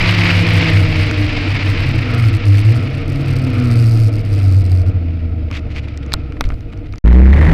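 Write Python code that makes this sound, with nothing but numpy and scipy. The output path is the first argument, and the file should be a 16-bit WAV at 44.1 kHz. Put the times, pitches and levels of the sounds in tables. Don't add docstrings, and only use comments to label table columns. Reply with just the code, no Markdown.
import sys
import numpy as np
from scipy import signal
from scipy.fft import rfft, irfft, next_fast_len
from scipy.io import wavfile
from scipy.ndimage import uniform_filter1d, map_coordinates

SR = 44100
rng = np.random.default_rng(int(sys.argv[2]) if len(sys.argv) > 2 else 0)


def waveform_to_disk(signal):
    frames = np.transpose(np.atleast_2d(signal))
    scaled = np.clip(frames, -1, 1) * 32767
    samples = np.round(scaled).astype(np.int16)
    wavfile.write(sys.argv[1], SR, samples)


def convert_level_to_amplitude(level_db):
    exponent = np.asarray(level_db, float) / 20
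    return 10 ** exponent


N = 332073

# t/s, f/Hz, level/dB
SLOWING = [(0, 179.2, -1), (1.0, 154.4, -0.5), (1.2, 151, -3), (1.8, 138.7, -10), (2.0, 130, -1),
           (2.3, 110.8, -3), (2.5, 100.1, 5), (2.62, 103, 5), (2.8, 122.9, -1.5), (3.0, 142.6, -4.5),
           (3.37, 132.5, 1), (3.71, 119.5, 2.5), (4.05, 109.9, -1), (4.56, 93.7, -1), (5.24, 81.6, -2.5),
           (5.75, 73.07, -6.5), (6.26, 68.26, -4), (6.98, 47.2, -11.5)]
# f/Hz, width/Hz, level/dB
TUB_MODES = [(97.44, 8.1, -9), (112.4, 11.9, -9.5), (133.1, 7.1, -20), (164.2, 20.6, -18.5),
             (245, 19.4, -9.5), (297, 31, -16), (487, 42, -14)]
# f/Hz, width/Hz, share lost/1
TUB_DIPS = [(104.8, 2.1, .75), (124.8, 3.6, 0.53), (147.5, 6.1, .6), (210, 14, .7), (550, 32, .85)]
# t/s, f/Hz, level/dB
PULLING = [(7.04, 50.04, 1), (7.11, 59.47, 1), (7.16, 62.7, 5), (7.22, 63.67, 3.5), (7.33, 69.87, 0.5),
           (7.37, 72.43, -5), (7.49, 78.87, -8.5), (7.53, 79.47, -17.5)]
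# f/Hz, level/dB per Hz
SHUDDER = [(15, -14.5), (40, 3), (120, 4), (300, -9.5), (500, -14.5), (900, -26), (3000, -70.5)]
# f/Hz, width/Hz, level/dB
INTAKE = [(755, 410, 1.5), (1932, 326, 6), (4020, 2760, -20)]
# start t/s, end t/s
CUT = (6.986, 7.041)
# t/s, level/dB
RUNWAY = [(0, -8.5), (.29, -19.5), (.47, -8.5), (1.34, -17), (1.9, -16.5), (2.23, -16.5), (2.5, -24.5),
          (2.66, -20.5), (2.78, -18), (3.03, -20.5), (3.46, -16), (3.9, -20), (4.41, -13.5), (4.9, -14.5),
          (5.05, -28.5), (5.48, -20), (6.3, -30), (6.98, -28)]
# f/Hz, width/Hz, level/dB
BOOM = [(97.83, 16.9, 15), (138, 61, -29.5)]
# f/Hz, level/dB per Hz
BUFFET = [(8, -18.5), (25, 11), (45, 3.5), (70, 2.5), (120, -6.5), (300, -65)]
# t/s, width/s, level/dB
GUSTS = [
    (0, .04, 18),
    (1, 0.96, 3.5),
    (6.5, 0.1, 10),
    (6, .2, -6),
]
# f/Hz, level/dB per Hz
TYRES = [(76, -31.5), (130, -0.5), (194, -12.5), (245, -7.5), (301, -4.5), (323, -6.5), (394, -23.5),
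         (471, -9.5), (533, -25), (626, -16.5), (812, -29.5), (971, -37), (1100, -45.5), (1430, -70.5),
         (2420, -120)]
# f/Hz, width/Hz, level/dB
MOUNT = [(2450, 900, -12.5), (4650, 1520, 6.5), (6850, 1600, -13), (8450, 1700, -3.5), (11060, 780, -5.5),
         (12900, 740, -8), (14300, 970, -9)]
# t/s, peak level/dB, shell level/dB, crack level/dB
TAPS = [(1.112, -11, -7, -17), (5.504, -26.5, -4, -20), (5.513, -14.5, -8, -15.5), (5.874, -45, 15, -13),
        (5.975, -24, -24, -6.5), (6.0634, -29.5, -6, -11.5), (6.121, -8.5, -39, -21),
        (6.1327, -27.5, -12, 6), (6.138, -9, 3, 2.5), (6.3227, -21, -13, -26), (6.369, -23.5, -20, -30),
        (6.409, -5, -1, -6), (6.4404, -16.5, -20, -16), (6.454, -30.5, -7, -11), (6.468, -33, 2, -11),
        (6.49, -30.5, -1, -6), (6.5032, -17, -3.5, -29), (6.5206, -27, 2, -25), (6.5316, -37.5, -9.5, -15),
        (6.5418, -35.5, -1.5, -11), (6.6076, -33.5, -14, -7), (6.7275, -31, -8, -20),
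        (6.734, -23.5, -11, -23), (6.775, -36.5, -13, -9), (6.7838, -42.5, -8, -18), (6.8683, -45, -2, -11),
        (6.9252, -29, -19.5, -11.5), (6.9373, -21.5, -8.5, -22), (6.958, -35, -2.5, -8.5),
        (6.982, -30, -9, -4)]
# f/Hz, width/Hz, level/dB
THIN_WALLS = [(4360, 2500, 8), (7700, 11000, -16), (14000, 2500, -13)]
# t/s, length/s, level/dB
STROKES = [(5.523, 0.012, -38), (5.541, 0.037, -29), (5.573, 0.024, -36), (5.7, 0.052, -41),
           (5.756, 0.043, -33.5), (5.832, 0.029, -41), (5.88, 0.0091, -39), (5.938, 0.014, -46),
           (6.026, 0.016, -43), (6.087, 0.023, -45), (6.439, 0.024, -37), (6.574, 0.021, -51.5),
           (6.696, 0.0099, -50), (6.718, 0.014, -43), (6.785, 0.011, -48.5), (6.857, .015, -43.5)]
# f/Hz, level/dB per Hz
CLOTH = [(530, -42), (900, -15), (1400, -15), (2300, -4.5), (3100, -11.5), (4800, -19.5), (7400, -33),
         (11000, -46), (16000, -50)]
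# t/s, width/s, size/full scale
PUSHES = [
    (6.151, 0.0064, 0.12),
    (6.425, 0.0058, -.3),
    (6.448, .004, -0.039),
    (6.458, 0.007, -0.34),
]
# t/s, level/dB
AIRFLOW = [(0, -18), (.72, -22.5), (1.11, -26), (1.75, -27.5), (2.41, -32), (2.78, -33.5), (3.05, -37.5),
           (3.58, -35.5), (4.12, -41.5), (4.53, -43.5), (5.48, -51.5), (5.89, -49.5), (6.34, -51),
           (6.71, -56.5), (6.98, -54.5)]
# f/Hz, level/dB per Hz
HISS = [(290, -20.5), (520, -10.5), (1000, -9), (1500, -8.5), (2200, 0.5), (2600, -1.5), (3300, -10),
        (5000, -14.5), (6200, -29), (8000, -38), (11000, -53.5), (16000, -67.5)]
# f/Hz, width/Hz, level/dB
PANELS = [(682, 68, -0.5), (1332, 267, 1.5), (2200, 290, -3.5), (2503, 120, -0.5)]


def unit(x):
    return x / np.sqrt(np.mean(x ** 2) + 1e-20)


def curves(rows):
    s, *columns = np.transpose(rows)
    return [np.interp(np.arange(N) / SR, s, column) for column in columns]


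def wobble(rate):
    knots = rng.standard_normal(int(N * rate / SR) + 4)
    return map_coordinates(knots, [np.arange(N) * rate / SR])


def filtered(x, response):
    m = next_fast_len(N + SR // 2)
    return irfft(rfft(x, m) * response(np.fft.rfftfreq(m, 1 / SR)), m)[:N]


def resonance(f, center, width):
    return 1j * f * width / (center ** 2 - f ** 2 + 1j * f * width)


def modes(table):
    return lambda f: sum((-1) ** k * convert_level_to_amplitude(db) * resonance(f, hz, width)
                         for k, (hz, width, db) in enumerate(table))


def rush(spectrum):
    hz, db = np.transpose(spectrum)
    colour = lambda f: convert_level_to_amplitude(np.interp(np.log(f + 1), np.log(hz + 1), db))
    return unit(filtered(rng.standard_normal(N), colour))


def rung(table):
    return unit(filtered(rng.standard_normal(N), lambda f: modes(table)(f) ** 2))


def note(turns, order, rough):
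    size = np.sqrt(2) * convert_level_to_amplitude(6.3 * rough * wobble(25))
    return size * np.sin(order * (2 * np.pi * turns + rough * wobble(18)))


def cabin(f):
    peaks = np.abs(sum(convert_level_to_amplitude(db) * resonance(f, hz, width) for hz, width, db in TUB_MODES))
    left = [1 - np.clip(lost, 0, 1) * np.exp(-((f - hz) / width) ** 2) for hz, width, lost in TUB_DIPS]
    return peaks * np.prod(left, axis=0)


def exhaust():
    hz, load_db = curves(SLOWING)
    turns = np.cumsum(hz) / SR
    first = cabin(hz) * note(turns, order=1, rough=0.18)
    second = convert_level_to_amplitude(-12.5) * cabin(2 * hz) * note(turns, order=2, rough=0.23)
    third = convert_level_to_amplitude(-20) * cabin(3 * hz) * note(turns, order=3, rough=0.13)
    blip = np.clip(np.gradient(hz) * SR / 100, 0, 1)
    sharp = convert_level_to_amplitude(4.3 * np.log2(hz / 126) - 3.5 * uniform_filter1d(blip, SR // 20))
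    panel = convert_level_to_amplitude(-38) / (1 + ((4 * hz - 645) / 40) ** 2)
    fourth_size = panel + convert_level_to_amplitude(load_db - 25.5) * cabin(4 * hz)
    fourth = fourth_size * note(turns, order=4, rough=0.066)
    return convert_level_to_amplitude(load_db) * (first + sharp * (second + third)) + fourth


def launch():
    hz, note_db = curves(PULLING)
    turns = np.cumsum(hz * (np.arange(N) / SR > CUT[1])) / SR
    second_db = -6.5 - 11.5 / (1 + ((2 * hz - 135.6) / 14) ** 2)
    second = convert_level_to_amplitude(second_db) * note(turns, order=2, rough=0.23)
    beat = second - convert_level_to_amplitude(note_db) * note(turns, order=1, rough=0.15)
    uneven_cylinders = 0.71 * note(turns, order=0.5, rough=0.16)
    uneven = convert_level_to_amplitude(-12 - 0.23 * note_db) * (uneven_cylinders + rush(SHUDDER))
    intake_db = -24 + 8.88 * np.log2(hz / 67.2)
    gulp = convert_level_to_amplitude(0.86 * np.cos(4 * np.pi * turns + 0.51) + 2.53 * wobble(120))
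    breath = unit(filtered(rng.standard_normal(N), modes(INTAKE)))
    return beat + uneven + convert_level_to_amplitude(intake_db) * gulp * breath


def chassis_boom():
    rough_db = curves(RUNWAY)[0]
    return convert_level_to_amplitude(rough_db - 1.5) * rung(BOOM)


def mount(shake):
    swing = filtered(shake, lambda f: (f > 50) & (f < 200))
    size = np.sqrt(np.abs(uniform_filter1d(swing ** 2, SR // 8))) + 1e-4
    depth = np.clip(-swing / size - 0.65, 0, 0.3)
    landing = np.clip(np.diff(depth, prepend=0), 0, None)
    decay_s = 0.003
    contact = filtered(landing, lambda f: 1 / (1 + 2j * np.pi * f * decay_s)) * convert_level_to_amplitude(2.5 * wobble(700))

    def parts(f):
        return np.sqrt(sum(convert_level_to_amplitude(2 * db) * np.abs(resonance(f, hz, width)) ** 4 for hz, width, db in MOUNT))

    chatter = unit(filtered(contact * rng.standard_normal(N), parts))
    smooth_s, slack, growth = 0.009, 0.11, 1.13
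    reach = np.abs(uniform_filter1d(swing ** 2, round(smooth_s * SR))) / np.mean(swing ** 2)
    rattle = np.clip(reach - slack, 0, 2.5) ** (growth / 2)
    held_s, tighten_s = 4.91, 1
    loose = np.clip((held_s - np.arange(N) / SR) / tighten_s, 0, 1) ** 0.3
    buzz_db = -45 + 0.48 * np.maximum(curves(AIRFLOW)[0] + 28, 0)
    return convert_level_to_amplitude(buzz_db) * loose * rattle * chatter


def taps():
    soft, cracks = np.zeros(N + SR), np.zeros(N + SR)
    t = np.arange(SR // 25) / SR
    grits = rng.standard_normal((len(TAPS), 3, len(t)))
    for (s, db, shell_db, crack_db), grit in zip(TAPS, grits):
        hz = 2255 * (1 + 0.08 * grit[2, -1])
        ring = np.sin(2 * np.pi * hz * t + 0.34 * np.cumsum(grit[0])) * convert_level_to_amplitude(-60 * t / 0.019)
        shell_tone = np.sin(2 * np.pi * 1300 * t + 0.2 * np.cumsum(grit[1]))
        shell = convert_level_to_amplitude(shell_db - 60 * t / 0.026) * shell_tone
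        push = convert_level_to_amplitude(shell_db + 2.5) * (1 - t / 0.0014) * np.exp(-t / 0.002)
        crack = convert_level_to_amplitude(db + crack_db + 3.5 - 60 * t / 0.0034) * np.sign(grit[2])
        start = round(s * SR)
        soft[start:][:len(t)] -= convert_level_to_amplitude(db - 2) * (ring + shell + push)
        cracks[start:][:len(t)] += crack
    muffled = filtered(soft[:N], lambda f: 1 / (1 + 1j * f / 3500) ** 3)
    return muffled + filtered(cracks[:N], lambda f: modes(THIN_WALLS)(f) ** 2)


def cloth_scrapes():
    now, strokes = np.arange(N) / SR, np.zeros(N)
    for s, span, db in STROKES:
        swell = (now - s) / (0.6 * span + 0.008)
        stop = (s + span - now) / 0.008
        strokes += convert_level_to_amplitude(db) * np.clip(np.minimum(swell, stop) + 0.63, 0, 1) ** 2
    grains = convert_level_to_amplitude(2.1 * wobble(400) + 2.3 * wobble(65))
    return strokes * unit(grains * rush(CLOTH))


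def hand_pushes():
    now = np.arange(N) / SR
    return sum(size * np.exp(-((now - s) / width) ** 2) for s, width, size in PUSHES)


def buffeting():
    now = np.arange(N) / SR
    gust_db = sum(db * np.exp(-((now - s) / width) ** 2) for s, width, db in GUSTS)
    return convert_level_to_amplitude(gust_db - 27) * rush(BUFFET)


def tyre_roar():
    rough_db, air_db = curves(RUNWAY)[0], curves(AIRFLOW)[0]
    fade_db = 0.48 * np.minimum(air_db + 39, 0)
    shaken_db = 0.12 * (rough_db - rough_db.mean())
    flutter_db = 0.84 * wobble(8.9) + 1.16 * wobble(60)
    return convert_level_to_amplitude(-25 + fade_db + shaken_db + flutter_db) * rush(TYRES)


def wind_hiss():
    flutter_db = 0.94 * wobble(8.1) + 0.93 * wobble(70) + 1.56 * wobble(220)
    return convert_level_to_amplitude(curves(AIRFLOW)[0] + 1.5 + flutter_db) * rush(HISS)


def panel_hum():
    air_db, hz = curves(AIRFLOW)[0], curves(SLOWING)[0]
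    sing_db = 13.5 / (1 + ((hz - 122.2) / 9.1) ** 2)
    hum_db = -47 + 0.38 * (air_db - air_db.mean()) + sing_db
    return convert_level_to_amplitude(hum_db + 2.2 * wobble(7)) * rung(PANELS)


def scene():
    t = np.arange(N) / SR
    shake = exhaust() + chassis_boom() + buffeting() + tyre_roar()
    handling = taps() + cloth_scrapes() + hand_pushes()
    cockpit = shake + mount(shake) + handling + wind_hiss() + panel_hum()
    fade_in = np.clip((t - CUT[1]) / 0.0043, 0, 1)
    return (cockpit * (t < CUT[0]) + launch() * fade_in)[None]


def roll_off(x):
    return signal.sosfilt(signal.butter(12, 16000, fs=SR, output="sos"), x)


def record(dry):
    top, hardness = 0.68, 8
    clipped = dry[0] / (1 + np.abs(dry[0] / top) ** hardness) ** (1 / hardness)
    coupled = filtered(clipped, lambda f: 1j * f / (1.5 + 1j * f) / (1 + (f / 15700) ** 24))
    return roll_off(coupled[None])


dry = scene()
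out = record(dry)
waveform_to_disk(out)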